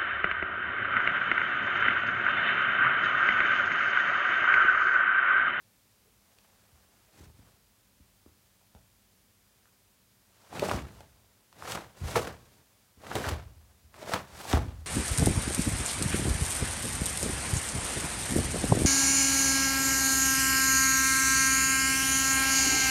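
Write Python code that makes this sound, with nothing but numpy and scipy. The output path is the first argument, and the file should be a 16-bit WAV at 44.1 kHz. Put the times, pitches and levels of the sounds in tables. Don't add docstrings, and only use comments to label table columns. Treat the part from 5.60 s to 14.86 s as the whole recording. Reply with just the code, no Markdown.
import sys
import numpy as np
from scipy import signal
from scipy.fft import rfft, irfft
from scipy.io import wavfile

SR = 44100
rng = np.random.default_rng(int(sys.argv[2]) if len(sys.argv) > 2 else 0)


def dump_mix(stems):
    frames = np.atleast_2d(stems).T
    limited = np.clip(frames, -1, 1)
    pcm = np.round(limited * 32767).astype(np.int16)
    wavfile.write(sys.argv[1], SR, pcm)


N = 408366
TIME = np.arange(N) / SR


def from_db(db):
    return 10 ** (np.asarray(db) / 20)


def rms_one(x):
    return x / np.sqrt(np.mean(x ** 2) + 1e-20)


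def at_hz(points, hz):
    f, value = np.transpose(points)
    return np.interp(np.log(hz), np.log(f), value)


def cut(x, hz, kind, order=2):
    return signal.sosfilt(signal.butter(order, hz, kind, fs=SR, output="sos"), x)


def drift(per_s):
    knots = rng.standard_normal(N // 20)
    return rms_one(np.interp(TIME * per_s, np.arange(len(knots)), knots))


def fade(t, db_per_s):
    return from_db(-db_per_s * np.maximum(t, 0))


def add(out, start_s, sound):
    i = int(start_s * SR)
    out[i:i + len(sound)] += sound[:N - i]


def colour(x, spectrum, size=4096):
    gain = from_db(at_hz(spectrum, np.linspace(1, SR / 2, size // 2 + 1)))
    cepstrum = irfft(np.log(gain))
    cepstrum[1:size // 2] *= 2
    cepstrum[size // 2 + 1:] = 0
    response = irfft(np.exp(rfft(cepstrum)))
    return rms_one(signal.fftconvolve(x, response)[:N])


def grains(per_s, spread_db):
    sizes = from_db(spread_db * np.minimum(rng.exponential(1, N), 4))
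    signs = rng.choice([-1, 1], N)
    return sizes * signs * (rng.random(N) < per_s / SR)


def crack(hz, swell_cycles, crisp_db, crackle_s=0.0027, wobble=0.36):
    t = TIME[:2000]
    swell = t * hz / swell_cycles
    pace = np.exp(wobble * np.interp(t * hz * 2, np.arange(400), rng.standard_normal(400)))
    whip = swell * np.exp(1 - swell) * np.sin(2 * np.pi * hz * np.cumsum(pace) / SR)
    fibres = cut(rng.laplace(0, np.sqrt(.5), len(t)), [1600, 4800], "band", order=1)
    return whip + from_db(crisp_db) * fibres * np.exp(-t / crackle_s)


# f/Hz, level/dB
HUM_TONES = [(49, -83.5), (101, -83), (194, -82.5), (4856, -88)]
# f/Hz, relative level/dB
AIR_SPECTRUM = [(15, -46), (25, -7.5), (53, -3), (69, -8.5), (101, -3), (164, -12), (198, -6), (322, -16.5),
                (359, -14.5), (482, -17), (552, -15.5), (703, -18), (997, -18.5), (1300, -19.5),
                (15500, -22.5)]
def background(air_db=-65):
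    hum = sum(from_db(db) * rms_one(np.sin(2 * np.pi * hz * TIME + 1.3 * drift(3.8)))
              for hz, db in HUM_TONES)
    return hum + from_db(air_db) * colour(rng.standard_normal(N), AIR_SPECTRUM)


# f/Hz, T60/s
HALL_DECAY = [(70, 0.92), (130, 0.85), (250, 0.41), (1000, 0.25), (4000, 0.26), (14000, 0.34)]
def hall(x, gap_s=0.0046, treble_db=-3.5):
    t, tail = TIME[:SR], 0
    edges_hz = np.geomspace(22, 18000, 25)
    tilt = [(1000, 0), (8000, treble_db)]
    noises = rng.standard_normal((2, SR))
    for k, (low, high) in enumerate(zip(edges_hz, edges_hz[1:])):
        hz = np.sqrt(low * high)
        band = cut(noises[k % 2], [low, high], "band")
        tail += band * from_db(at_hz(tilt, hz) - 60 * t / at_hz(HALL_DECAY, hz))
    tail *= np.clip(t / gap_s - 1, 0, 1)
    return signal.fftconvolve(x, tail / np.sqrt(np.sum(tail ** 2)))[:N]


# t/s, relative level/dB, f/Hz
MAT_KNOCKS = [(0.458, -56, 390), (2.662, -52, 1100), (3.014, -55.5, 900), (3.1494, -42.5, 1000),
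              (4.056, -48.5, 1250)]
def knocking(level_db=-3.5):
    out = np.zeros(N)
    for start_s, db, hz in MAT_KNOCKS:
        add(out, start_s, from_db(db + level_db) * crack(hz, swell_cycles=0.6, crisp_db=-7.5))
    return out


# f/Hz, relative level/dB, nominal T60/s
PLATFORM_MODES = [(55.8, -22, 0.37), (67, -16.5, 0.34), (76, 2, 0.37), (82.26, 0, 0.39), (95.5, -2.5, 0.26),
                  (108.4, 1.5, 0.21), (137, 1.5, 0.14), (168, -1.5, 0.078), (218, -5, 0.21)]
# t/s, relative level/dB, contact cutoff f/Hz, T60 factor, slap re boom/dB
FOOT_CONTACTS = [(1.125, -53, 110, 1.4, -17), (1.605, -45, 260, 1.1, -2), (1.665, -46, 200, 1.5, -18),
                 (1.791, -49.5, 222, 1.1, 1.5), (2.4, -51, 139, 0.76, 0), (2.661, -51.5, 140, 1, 4.5),
                 (3.15, -48.5, 140, 0.79, 2), (5.143, -26.5, 170, 0.68, 1), (5.228, -33.5, 142, 0.56, -12),
                 (6.15, -48, 200, 0.49, 15), (6.413, -28, 189, 0.66, -12.5), (6.435, -25, 149, 0.64, -13),
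                 (7.373, -51.5, 172, .83, 1), (7.666, -26, 115, 0.51, -18), (7.715, -25, 104, 1.2, -20),
                 (8.24, -49, 91, 1.7, -17), (8.555, -46, 130, 0.6, -10), (8.72, -43, 90, 1.6, -20),
                 (8.935, -14, 125, 1.15, -3)]
def footfalls(level_db=-0.5, slap_hz=239):
    out, t = np.zeros(N), TIME[:SR]
    for start_s, db, contact_hz, t60_factor, slap_db in FOOT_CONTACTS:
        boom = sum(from_db(mode_db - 60 * t / (t60 * t60_factor)) * np.sin(2 * np.pi * hz * t)
                   for hz, mode_db, t60 in PLATFORM_MODES)
        boom = cut(cut(boom, contact_hz, "low"), 50, "high")
        slap = crack(slap_hz, swell_cycles=0.58, crisp_db=-23)
        add(out, start_s, from_db(db + level_db) * boom / np.abs(boom).max())
        add(out, start_s, from_db(db + level_db + slap_db) * slap)
    return out


# t/s, wind-up/s, nominal hold/s, relative level/dB of billowing, fluttering, sliding
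BODY_MOVES = [(0.45, 0.23, 0.93, -82, -74, -73.5), (1.453, 0.13, 0.064, -62, -67, -62.5),
              (1.718, 0.052, 0.15, -72.5, -70.5, -72), (4.55, 0.29, .1, -76, -67, -66.5),
              (4.867, 0.097, .025, -43.5, -41.5, -51), (4.961, .08, 0.12, -41.5, -40.5, -45.5),
              (5.23, 0.049, 0.13, -65, -64, -64), (5.897, .19, 0.07, -47.5, -42.5, -48.5),
              (6.031, .07, .012, -62, -57, -41.5), (6.296, .23, 0.11, -45.5, -42.5, -44),
              (6.69, 0.12, 0.18, -69, -74.5, -69), (7.339, 0.23, 0.13, -42.5, -39.5, -46.5),
              (8.294, .11, 0.027, -52.5, -48, -55), (8.418, 0.088, 0.027, -47, -39, -45),
              (8.594, 0.21, 0.032, -55, -48, -48), (8.804, 0.098, 0.012, -44, -37.5, -37),
              (8.926, 0.016, 0.011, -36.5, -38.5, -64)]
# t/s, relative level/dB of billowing, fluttering, sliding
LIMB_JOLTS = [(6.553, -33, -23, -34), (6.667, -49, -39, -59), (7.549, -34, -33, -44), (7.66, -38, -32, -52),
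              (7.683, -40, -36, -40.5), (8.531, -37, -28.5, -54)]
BILLOWING, FLUTTERING, SLIDING = range(3)
def motion(layer, lag_s, speed_power, hold_factor, settle_db_per_s, linger_db, jolt_attack_s=0.0064):
    ticks, power = TIME[::20], 0
    for start_s, wind_up_s, hold_s, *levels in BODY_MOVES:
        t = ticks - start_s - lag_s
        speed = np.clip(t / wind_up_s, 0, 1)
        since_stop = t - wind_up_s - hold_factor * hold_s
        rustle = from_db(linger_db) * fade(since_stop, db_per_s=13)
        settling = fade(since_stop, settle_db_per_s) + rustle
        power += (from_db(levels[layer]) * speed ** speed_power * settling) ** 2
    for start_s, *levels in LIMB_JOLTS:
        t = ticks - start_s
        shudder = np.clip(t / jolt_attack_s, 0, 1) * fade(t - jolt_attack_s, db_per_s=358)
        power += (from_db(levels[layer]) * shudder) ** 2
    return np.interp(TIME, ticks, np.sqrt(power))


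# f/Hz, relative level/dB
PUFF_SPECTRUM = [(30, -35), (55, -11), (80, 6.5), (150, 1), (280, -2.5), (380, -3.5), (520, -8.5),
                 (1000, -39.5), (3000, -60.5)]
def billowing(level_db=1.5):
    puffs = grains(per_s=1500, spread_db=2.0)
    gain = motion(BILLOWING, lag_s=0.01, speed_power=1.8, hold_factor=1.08,
                  settle_db_per_s=149, linger_db=-34)
    return from_db(level_db) * gain * colour(puffs, PUFF_SPECTRUM)


# f/Hz, relative level/dB
FRICTION_SPECTRUM = [(300, -25), (800, 3.5), (1600, 0.5), (3000, -1.5), (5000, -1.5), (8000, -3.5),
                     (12000, -8.5), (16000, -16)]
def sliding(flicker_db=1.86, level_db=0.4):
    slips = grains(per_s=12000, spread_db=2.0) * from_db(flicker_db * drift(140))
    gain = motion(SLIDING, lag_s=0.001, speed_power=1.98, hold_factor=0.85,
                  settle_db_per_s=212, linger_db=-29)
    return from_db(level_db) * gain * colour(slips, FRICTION_SPECTRUM)


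# f/Hz, relative level/dB
FOLD_SPECTRUM = [(120, -31.5), (300, -12), (420, -2.5), (560, 0), (650, 0.5), (740, -1), (950, -3),
                 (1150, -4), (1600, -6.5), (2200, -11), (3200, -15), (6000, -22.5), (15000, -38)]
def fluttering(flicker_db=2.5, level_db=0.38):
    pops = grains(per_s=3500, spread_db=2.5) * from_db(flicker_db * drift(130))
    gain = motion(FLUTTERING, lag_s=0.0062, speed_power=1.97, hold_factor=1.05,
                  settle_db_per_s=160, linger_db=-31)
    return from_db(level_db) * gain * colour(pops, FOLD_SPECTRUM)


# t/s, relative level/dB, f/Hz, swell/cycles, crackle gain/dB, rebound re snap/dB
CLOTH_SNAPS = [(0.786, -56, 5000, 2, 9, -15), (4.928, -31, 880, 1.03, -18, -16),
               (4.995, -25, 2520, 1, 4, -26), (5.022, -19.5, 548, 0.66, -31, 5),
               (5.0865, -24, 920, 1.4, -20, -8), (5.096, -20, 2200, .5, -15, -15),
               (5.113, -14, 820, 0.6, -12, -10), (5.406, -38.5, 880, 0.76, -2, -14),
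               (5.9274, -44, 1090, 0.47, -3, -12), (6.024, -27, 980, 0.42, -20, -12),
               (6.1203, -31.5, 2860, 2.8, 10, -17), (6.15, -27.5, 1270, 1.2, 0, 0.5),
               (6.173, -29.5, 960, 2, -7, -9), (6.558, -16, 1360, 1, -15, -14),
               (6.564, -14.5, 573, 0.98, -25, -6), (6.672, -29, 1420, 1, -4, -1.5),
               (7.4358, -37.5, 594, 0.64, -22, -13), (7.5144, -22.5, 886, .93, -20, -20),
               (7.554, -22, 725, .72, 3.5, -8), (7.562, -23.5, 420, 0.98, -18, -11),
               (7.642, -22.5, 1610, 1.2, -16, -5.5), (7.6895, -26, 1090, 0.74, 1, -17),
               (8.342, -39.5, 1220, 0.46, -4.5, -3), (8.428, -30, 847, 0.57, -6, -12),
               (8.495, -23, 560, 0.46, -15, -7), (8.5364, -13.5, 810, 0.44, -2.5, -2),
               (8.564, -24, 900, 0.57, -18, -4), (8.8525, -28.5, 810, 0.64, -13, -17),
               (8.93, -12.5, 3400, 0.6, -17, -20), (8.9348, -8, 850, 0.2, -27, -10),
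               (8.9715, -19.5, 900, 0.94, -8.5, -3.5)]
def snapping(level_db=-1.5, rebound_s=0.0052):
    out = np.zeros(N)
    for start_s, db, hz, swell_cycles, crisp_db, rebound_db in CLOTH_SNAPS:
        add(out, start_s, from_db(db) * crack(hz, swell_cycles, crisp_db))
        add(out, start_s + rebound_s, from_db(db + rebound_db) * crack(hz, swell_cycles, crisp_db))
    return from_db(level_db) * out


def scene():
    cloth = billowing() + fluttering() + sliding()
    snaps = snapping()
    knocks = knocking()
    feet = footfalls()
    room = hall(from_db(-22.5) * cloth + from_db(-10.5) * snaps
                + from_db(-3.0) * knocks + from_db(-13.5) * feet)
    return (cloth + snaps + knocks + feet + room + background())[None]


def record(dry, low_hz=44, high_hz=15900):
    thinned = cut(dry, low_hz, "high", order=6)
    return signal.sosfilt(signal.ellip(12, .1, 80, high_hz, fs=SR, output="sos"), thinned)


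dry = scene()
out = record(dry)
dump_mix(out)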